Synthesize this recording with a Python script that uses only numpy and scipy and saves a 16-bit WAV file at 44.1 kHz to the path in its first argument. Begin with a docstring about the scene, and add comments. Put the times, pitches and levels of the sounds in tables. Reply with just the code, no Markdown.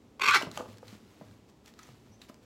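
"""A small room with a plastic tub in it: a parrot chick gives one harsh, stuttering squawk while fed by hand.
Its voice is a train of uneven pulses and air puffs ringing in a throat, with two rising whistles laid in;
near the end the beak opens wide. Bumps and claws ring the tub wall as damped sines, beak and syringe tick as
resonant cracks of noise, and bedding rustles as grainy noise swells over a low bed of room noise."""
import sys
import numpy as np
from scipy import signal
from scipy.fft import rfft, irfft, next_fast_len
from scipy.io import wavfile
from scipy.ndimage import uniform_filter1d, map_coordinates

SR = 44100
rng = np.random.default_rng(int(sys.argv[2]) if len(sys.argv) > 2 else 0)


def output_pcm(signal):
    """Save a mono or channel-first signal as 16-bit PCM at the path in sys.argv[1].

    Samples are clipped to [-1, 1] before scaling.
    """
    pcm = np.clip(np.atleast_2d(signal).T, -1, 1) * 32767
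    wavfile.write(sys.argv[1], SR, np.round(pcm).astype(np.int16))


N = 108045  # length in samples


def amp(db):
    """Decibels to gain."""
    return 10 ** (np.asarray(db) / 20)


def unit(x):
    """Scale to rms 1."""
    return x / np.sqrt(np.mean(x ** 2) + 1e-20)


def along(points, hz):
    """Read a curve of (f/Hz, value) points on a log frequency axis."""
    f, v = np.transpose(points)
    return np.interp(np.log(hz + 1), np.log(f + 1), v)


def clock():
    """Time of each sample in seconds."""
    return np.arange(N) / SR


def decay(t, t60):
    """An exponential die-away that falls 60 dB in t60 seconds."""
    return np.exp(-np.log(1000) * t / t60)


def wobble(rate):
    """A smooth random curve, rate knots a second."""
    return map_coordinates(rng.standard_normal(N // 8), [clock() * rate], mode="mirror")


def swell(centre, width, db):
    """A bell-shaped rise and fall; width is two standard deviations."""
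    return amp(db) * np.exp(-2 * ((clock() - centre) / width) ** 2)


def coloured(x, points):
    """Shape x with a causal, minimum-phase filter through (f/Hz, gain/dB) points."""
    m = 2 * next_fast_len(N)
    cepstrum = irfft(np.log(amp(along(points, np.fft.rfftfreq(m, 1 / SR)))), m)
    # folding the cepstrum forward in time makes the filter causal
    cepstrum[1:m // 2] *= 2
    cepstrum[m // 2 + 1:] = 0
    return irfft(rfft(x, m) * np.exp(rfft(cepstrum)), m)[:N]


def ring(hz, db, t60):
    """A damped sine, one second long."""
    t = np.arange(SR) / SR
    return amp(db) * decay(t, t60) * np.sin(2 * np.pi * hz * t)


def tone(hz):
    """A sine of rms 1 that follows a pitch curve."""
    return np.sqrt(2) * np.sin(2 * np.pi * np.cumsum(hz) / SR)


def add(track, s, x):
    """Mix x into the track at time s."""
    part = track[round(s * SR):][:len(x)]
    part += x[:len(part)]


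# colour of the room noise: f/Hz, relative level/dB
FLOOR_COLOUR = [(25, -20), (60, -3), (100, -3), (160, -6.5), (210, -0.5), (440, -7.5), (560, -13.5),
                (900, -17), (1600, -26), (2500, -26.5), (7500, -33), (9000, -39.5), (13500, -42),
                (16000, -44)]
FLOOR_DB = -59


def room_floor():
    """Steady noise weighted to the lows: the room's own bed."""
    return amp(FLOOR_DB) * unit(coloured(rng.standard_normal(N), FLOOR_COLOUR))


# how long the room holds each frequency: f/Hz, t60/s
ROOM_DECAY = [(100, 0.93), (400, 0.49), (1500, 0.24), (5000, 0.26), (14000, 0.27)]


def room(x):
    """A diffuse noise tail in which each frequency dies at its own speed."""
    hz, t, noise = signal.stft(rng.standard_normal(SR), SR, nperseg=256)
    fading = noise * decay(t, along(ROOM_DECAY, hz)[:, None])
    tail = signal.istft(fading, SR, nperseg=256)[1]
    build_up = 1 - np.exp(-np.arange(len(tail)) / (0.01 * SR))  # 10 ms time constant
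    tail = tail * build_up
    return signal.fftconvolve(x, tail / np.linalg.norm(tail))[:N]


# low room modes: f/Hz, relative level/dB, t60/s
LOW_MODES = [(105.9, 3, 0.65), (220.5, -5.5, 0.17)]
BOOM_DB = -58


def boom(contacts):
    """Contacts with the tub and floor set the low room modes ringing."""
    modes = sum(ring(*mode) for mode in LOW_MODES)
    return amp(BOOM_DB) * signal.fftconvolve(contacts, modes)[:N]


# swells of bedding and wet food: centre t/s, width t/s, level/dB
RUSTLE_SWELLS = [(.42, 0.036, -50), (.567, .068, -51), (.708, .087, -59.5), (0.909, 0.099, -57.5),
                 (1.099, 0.14, -68), (1.27, 0.17, -67), (1.495, 0.0165, -65), (1.678, 0.039, -58),
                 (1.809, 0.066, -66), (1.891, 0.11, -63.5), (2.07, 0.14, -70), (2.234, .0393, -61.5),
                 (2.295, 0.016, -56), (2.434, 0.025, -66)]
# colour of the grains: f/Hz, relative level/dB
GRAIN_COLOUR = [(200, -7), (1200, 2.5), (2500, -1), (4200, -2.5), (7500, -7.5), (9000, -13.5),
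                (12000, -13.5), (16000, -17.5)]
GRAIN_DB, GRAIN_RATE = 2.6, 800  # unevenness of the friction (dB), knots a second


def rustles():
    """Friction: coloured noise of uneven strength, brought up in swells."""
    friction = rng.standard_normal(N) * amp(GRAIN_DB * wobble(GRAIN_RATE))
    return unit(coloured(friction, GRAIN_COLOUR)) * sum(swell(*row) for row in RUSTLE_SWELLS)


# faint wet squeak: centre t/s, width t/s, peak level/dB, f/Hz at the centre, rise/(Hz per s)
WET_SQUEAK = (2.14, .03, -64.5, 5950, 8000)
SQUEAK_WAVER_HZ, SQUEAK_WAVER_RATE = 260, 600  # pitch scatter, knots a second


def squeak():
    """One thin sine that rises with a nervous pitch."""
    centre, width, db, hz, rise = WET_SQUEAK
    pitch = hz + rise * (clock() - centre) + SQUEAK_WAVER_HZ * wobble(SQUEAK_WAVER_RATE)
    return swell(centre, width, db) * np.sin(2 * np.pi * np.cumsum(pitch) / SR)


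# beak and syringe: t/s, level before trim and colour/dB, f/Hz, t60/s, gain of ring over crack/dB
TICK_HITS = [(.1965, -38.5, 2020, 0.01, 18), (0.3093, -18.5, 7250, 0.01, 1.5),
             (.4236, -29, 2980, 0.017, 14), (.5147, -31.5, 4016, 0.0095, -1),
             (0.575, -22.5, 3000, 0.0086, -4), (.772, -48, 4300, .014, 14.5),
             (.783, -44.5, 5840, 0.017, -16), (0.881, -43, 4320, .02, 15.5),
             (1.6596, -39.5, 4410, 0.0084, 5.5), (1.679, -43.5, 6000, .012, -0.5),
             (1.7383, -48, 4200, 0.015, 6), (1.7904, -40.5, 1260, 0.032, 17.5),
             (1.831, -46, 6100, 0.038, 10), (2.2166, -44, 3840, 0.025, 17), (2.3435, -44, 6790, .007, -19)]
# colour of all the ticks: f/Hz, gain/dB
TICK_TONE = [(200, -21.5), (1000, 3.5), (3500, 3.5), (7500, -0.5), (9000, -7.5), (16000, -14.5)]
TICK_Q, TICK_TRIM_DB = 8.2, -4.5


def ticks():
    """Tiny cracks of dying noise, each with one broad resonance."""
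    out, t = np.zeros(N), np.arange(SR // 10) / SR
    for s, db, hz, t60, ring_db in TICK_HITS:
        crack = rng.standard_normal(len(t)) * decay(t, t60)
        ping = signal.lfilter(*signal.iirpeak(hz, TICK_Q, SR), crack)
        add(out, s, amp(db + TICK_TRIM_DB) * (crack + amp(ring_db) * ping))
    return coloured(out, TICK_TONE)


# tub wall resonances: centre f/Hz before detuning, relative level/dB, t60/s
WALL_MODES = [(338, -12, 0.042), (531, 5, 0.033), (669, 2, 0.03), (973, 2.5, 0.026), (1118, 0.5, 0.04),
              (1440, 1.5, 0.0099), (1730, -10.5, 0.012)]
WALL_DETUNE = .07  # the pitches change with the place of contact (log scatter, about a share)


def wall():
    """One knock on the tub wall: damped modes of alternating sign, retuned each time."""
    knock = np.zeros(SR)
    for k, (hz, db, t60) in enumerate(WALL_MODES):
        detuned_hz = hz * np.exp(WALL_DETUNE * rng.standard_normal())
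        knock += (-1) ** k * ring(detuned_hz, db, t60)
    return knock


# claws scrabbling on the tub wall: t/s, level/dB
CLAW_HITS = [(.586, -44), (.594, -43), (0.6057, -36), (0.62, -48), (.631, -55), (.657, -47)]


def claws():
    """Each claw stroke rings the tub wall alone."""
    out = np.zeros(N)
    for s, db in CLAW_HITS:
        add(out, s, amp(db) * wall())
    return out


# soft bumps on tub and floor: t/s, level before trims/dB, thud f/Hz, wall knock before trim/dB, thud t60/s
BUMP_HITS = [(.196, -43.5, 550, -11, 0.043), (0.274, -43.5, 228.5, -6, 0.13),
             (0.286, -43.5, 125.6, -26, 0.18), (.4135, -29.5, 583, 1, .025), (0.43, -29.5, 261, -5, 0.034),
             (.469, -33, 163, -5, 0.058), (.574, -30, 604, 1, 0.027), (.600, -32.5, 239, -3, 0.046),
             (.682, -47.5, 106, -32, 0.12), (0.851, -50.5, 110.5, -13, 0.19), (.829, -38, 504, -9.5, 0.031),
             (.927, -40.5, 218, -15, 0.076), (1.212, -34, 574, -15.5, 0.013),
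             (1.217, -34.5, 182.5, -16, 0.027), (1.253, -56, 107, -41, .21),
             (1.888, -49.5, 127.4, -4, 0.35), (2.091, -48.5, 109.4, -32.5, .067),
             (2.297, -38.5, 252, -6.5, .029)]
THUD_RISE_CYCLES = 0.33  # the contact is soft, so the thud fades in over part of a cycle
THUD_TRIM_DB, KNOCK_TRIM_DB = 2.3, -4.0


def bumps():
    """Each bump is a soft dull thud plus the short ring of the tub wall."""
    out, t = np.zeros(N), np.arange(SR) / SR
    for s, db, hz, knock_db, t60 in BUMP_HITS:
        onset = 1 - np.exp(-(t * hz / THUD_RISE_CYCLES) ** 2)
        thud = onset * ring(hz, THUD_TRIM_DB, t60)
        add(out, s, amp(db) * (thud + amp(knock_db + KNOCK_TRIM_DB) * wall()))
    return out


TUB_DB, TUB_T60, TUB_TOP_HZ = -1.5, 0.015, 7000  # echo level, die-away in s, low-pass corner


def in_tub(x):
    """The direct sound plus a short dense cluster of dull echoes between the tub walls."""
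    t = np.arange(SR // 20) / SR
    echoes = rng.standard_normal(len(t)) * decay(t, TUB_T60) * (t > .0005)
    dull = signal.butter(2, TUB_TOP_HZ, fs=SR, output="sos")
    echoes = signal.sosfilt(dull, echoes / np.linalg.norm(echoes))
    return unit(x + amp(TUB_DB) * signal.fftconvolve(x, echoes)[:N])


STEADY_S = .008  # span of each of the two averaging passes


def steady(x):
    """Hold the strength near constant from moment to moment, keeping the fine grain."""
    size = max(3, int(STEADY_S * SR))
    power = uniform_filter1d(uniform_filter1d(x ** 2, size), size)
    return x / np.sqrt(np.abs(power) + 1e-9)


PULSE_HZ, JITTER, SCATTER_DB = 429.1, .4, 0.85  # mean rate, timing scatter in cycles, size scatter
AIR_SHARE, PUFF_S = .45, 0.0018  # share of air in the power, time constant of a puff


def voice_source():
    """Pulses of uneven timing and size, each followed by a puff of air."""
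    chance = rng.standard_normal((2048, 2))
    cycles = np.arange(len(chance)) + JITTER * chance[:, 0]
    at = (cycles / PULSE_HZ * SR).clip(0, N).astype(int)
    pulses = np.bincount(at, amp(SCATTER_DB * chance[:, 1]), N + 1)[:N]
    puffs = signal.lfilter([1], [1, -np.exp(-1 / (PUFF_S * SR))], pulses)
    air = unit(puffs * rng.standard_normal(N))
    return np.sqrt(1 - AIR_SHARE) * unit(pulses - pulses.mean()) + np.sqrt(AIR_SHARE) * air


# sharp throat resonances: f/Hz, width f/Hz, level/dB
THROAT_PEAKS = [(2500, 290, -7), (3180, 110, 0), (3790, 110, -2)]
# throat colour with the beak nearly shut: f/Hz, relative level/dB
SHUT_COLOUR = [(100, -36.5), (420, -14.5), (640, -29), (850, -9.5), (1130, -4), (1600, -5), (1800, -8),
               (2100, 2.5), (2550, -3.5), (2900, -7), (4000, -8.5), (4400, -12.5), (8200, -20.5),
               (8900, -39.5), (10200, -26), (13000, -29), (16000, -41.5)]
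# throat colour with the throat narrowed: f/Hz, relative level/dB
NARROW_COLOUR = [(100, -36), (430, -22), (700, -30.5), (1000, -9.5), (1450, 6.5), (2300, -4), (4000, -5),
                 (4700, -12.5), (8000, -19), (9000, -29), (13000, -31.5), (16000, -44.5)]
# throat colour with the beak wide open: f/Hz, relative level/dB
OPEN_COLOUR = [(100, -33.5), (500, -13.5), (650, -22), (820, -2), (1550, -2.5), (2100, 1), (2600, -8.5),
               (4000, -7.5), (6000, -13), (8000, -22), (9000, -25.5), (12500, -28), (16000, -39.5)]
THROAT_WAVER, THROAT_RATE = .035, 70  # scatter of the speed (share), knots a second
NARROW_S, NARROWING_S = .305, 0.0092  # when and how fast the throat narrows
OPEN_S, OPENING_S = .343, .005  # when and how fast the beak opens


def rasp():
    """The pulses ring in a restless throat, which narrows before the beak opens wide."""
    t, source = clock(), voice_source()
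    ringing = source.copy()
    for hz, width, db in THROAT_PEAKS:
        ringing += amp(db) * signal.lfilter(*signal.iirpeak(hz, hz / width, SR), source)
    # uneven playing speed makes the pulses and resonances waver together
    playhead = np.cumsum(1 + THROAT_WAVER * wobble(THROAT_RATE))
    ringing = map_coordinates(ringing, [playhead], mode="mirror")
    narrow = .5 + .5 * np.tanh((t - NARROW_S) / NARROWING_S)
    beak = .5 + .5 * np.tanh((t - OPEN_S) / OPENING_S)
    shut_voice = unit(coloured(in_tub(ringing), SHUT_COLOUR))
    narrow_voice = unit(coloured(in_tub(ringing), NARROW_COLOUR))
    open_voice = unit(coloured(in_tub(source), OPEN_COLOUR))
    closed_voice = (1 - narrow) * shut_voice + narrow * narrow_voice
    return steady((1 - beak) * closed_voice + beak * open_voice)


WHISTLE_WAVER, WAVER_RATE = .048, 600  # pitch scatter (share), knots a second


def waver():
    """A fresh nervous pitch factor around 1."""
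    return 1 + WHISTLE_WAVER * wobble(WAVER_RATE)


# two whistling strands: t/s, upper f/Hz, upper level/dB, lower level/dB (levels relative to the rasp)
WHISTLE_STRANDS = [(.215, 1500, -11.5, -3), (.262, 1520, -5.5, -10.5), (.283, 1500, -13, -7.5),
                   (.298, 1447, -11.5, -4), (.313, 1463, -2, 3.5), (.325, 1513, 5, -11.5),
                   (.341, 1571, 0, -4.5), (.356, 1591, -10.5, -10.5)]
LOWER_HZ, LOWER_RISE = 1116.5, 560  # the lower strand's pitch at the first row, and its climb in Hz per s


def whistles():
    """Two wavering sines trade places in level; the lower climbs in a straight line."""
    t = clock()
    s, *columns = np.transpose(WHISTLE_STRANDS)
    upper_hz, upper_db, lower_db = [np.interp(t, s, column) for column in columns]
    lower_hz = LOWER_HZ + LOWER_RISE * (t - s[0])
    upper = amp(upper_db) * tone(upper_hz * waver())
    lower = amp(lower_db) * tone(lower_hz * waver())
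    return upper + lower


# falling tones under the rasp and at its end: centre t/s, width t/s, level/dB, centre f/Hz, sag/(Hz per s)
SAGGING_TONES = [(.255, 0.06, -45.5, 413.7, 445.7), (.364, .028, -39.5, 388.1, 5000)]


def low_tones():
    """Wavering sines whose pitch sags as they swell and fade."""
    out = np.zeros(N)
    for centre, width, db, hz, sag in SAGGING_TONES:
        pitch = hz - sag * (clock() - centre)
        out += swell(centre, width, db) * tone(pitch * waver())
    return out


# surges of effort: centre t/s, width t/s, level/dB
EFFORT_SURGES = [(0.1987, 0.0038, -38.5), (.211, 0.0044, -36), (0.22, 0.0074, -24.5), (0.241, .013, -25.5),
                 (.263, .012, -24), (.285, 0.012, -18.5), (0.297, .008, -21), (.312, .01, -26),
                 (0.323, .01, -26.5), (0.339, 0.011, -23.5), (0.349, 0.0094, -19), (0.361, 0.013, -20),
                 (.372, 0.01, -25.5)]


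def squawk():
    """Surges of effort, summed in power, drive the rasp and whistles; low tones lie beneath."""
    effort = np.sqrt(sum(swell(*row) ** 2 for row in EFFORT_SURGES))
    return effort * (rasp() + whistles()) + low_tones()


CALL_WET_DB, HANDLING_WET_DB = -10, -8  # room tail under the squawk and under the handling


def scene():
    """Chick and handling in the room; bumps and claws also wake its low modes."""
    call, contacts = squawk(), bumps() + claws()
    handling = contacts + ticks() + rustles() + squeak()
    wet = amp(CALL_WET_DB) * room(call) + amp(HANDLING_WET_DB) * room(handling)
    return (call + handling + wet + boom(contacts) + room_floor())[None]


LOW_CUT_HZ, TOP_HZ = 48, 15950


def record(dry):
    """Thin the deep bass with a high-pass and keep nothing above the band limit."""
    m = 2 * next_fast_len(N)
    thin = signal.sosfilt(signal.butter(3, LOW_CUT_HZ, "high", fs=SR, output="sos"), dry)
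    in_band = np.fft.rfftfreq(m, 1 / SR) < TOP_HZ
    return irfft(rfft(thin, m) * in_band, m)[:, :N]


dry = scene()
out = record(dry)
output_pcm(out)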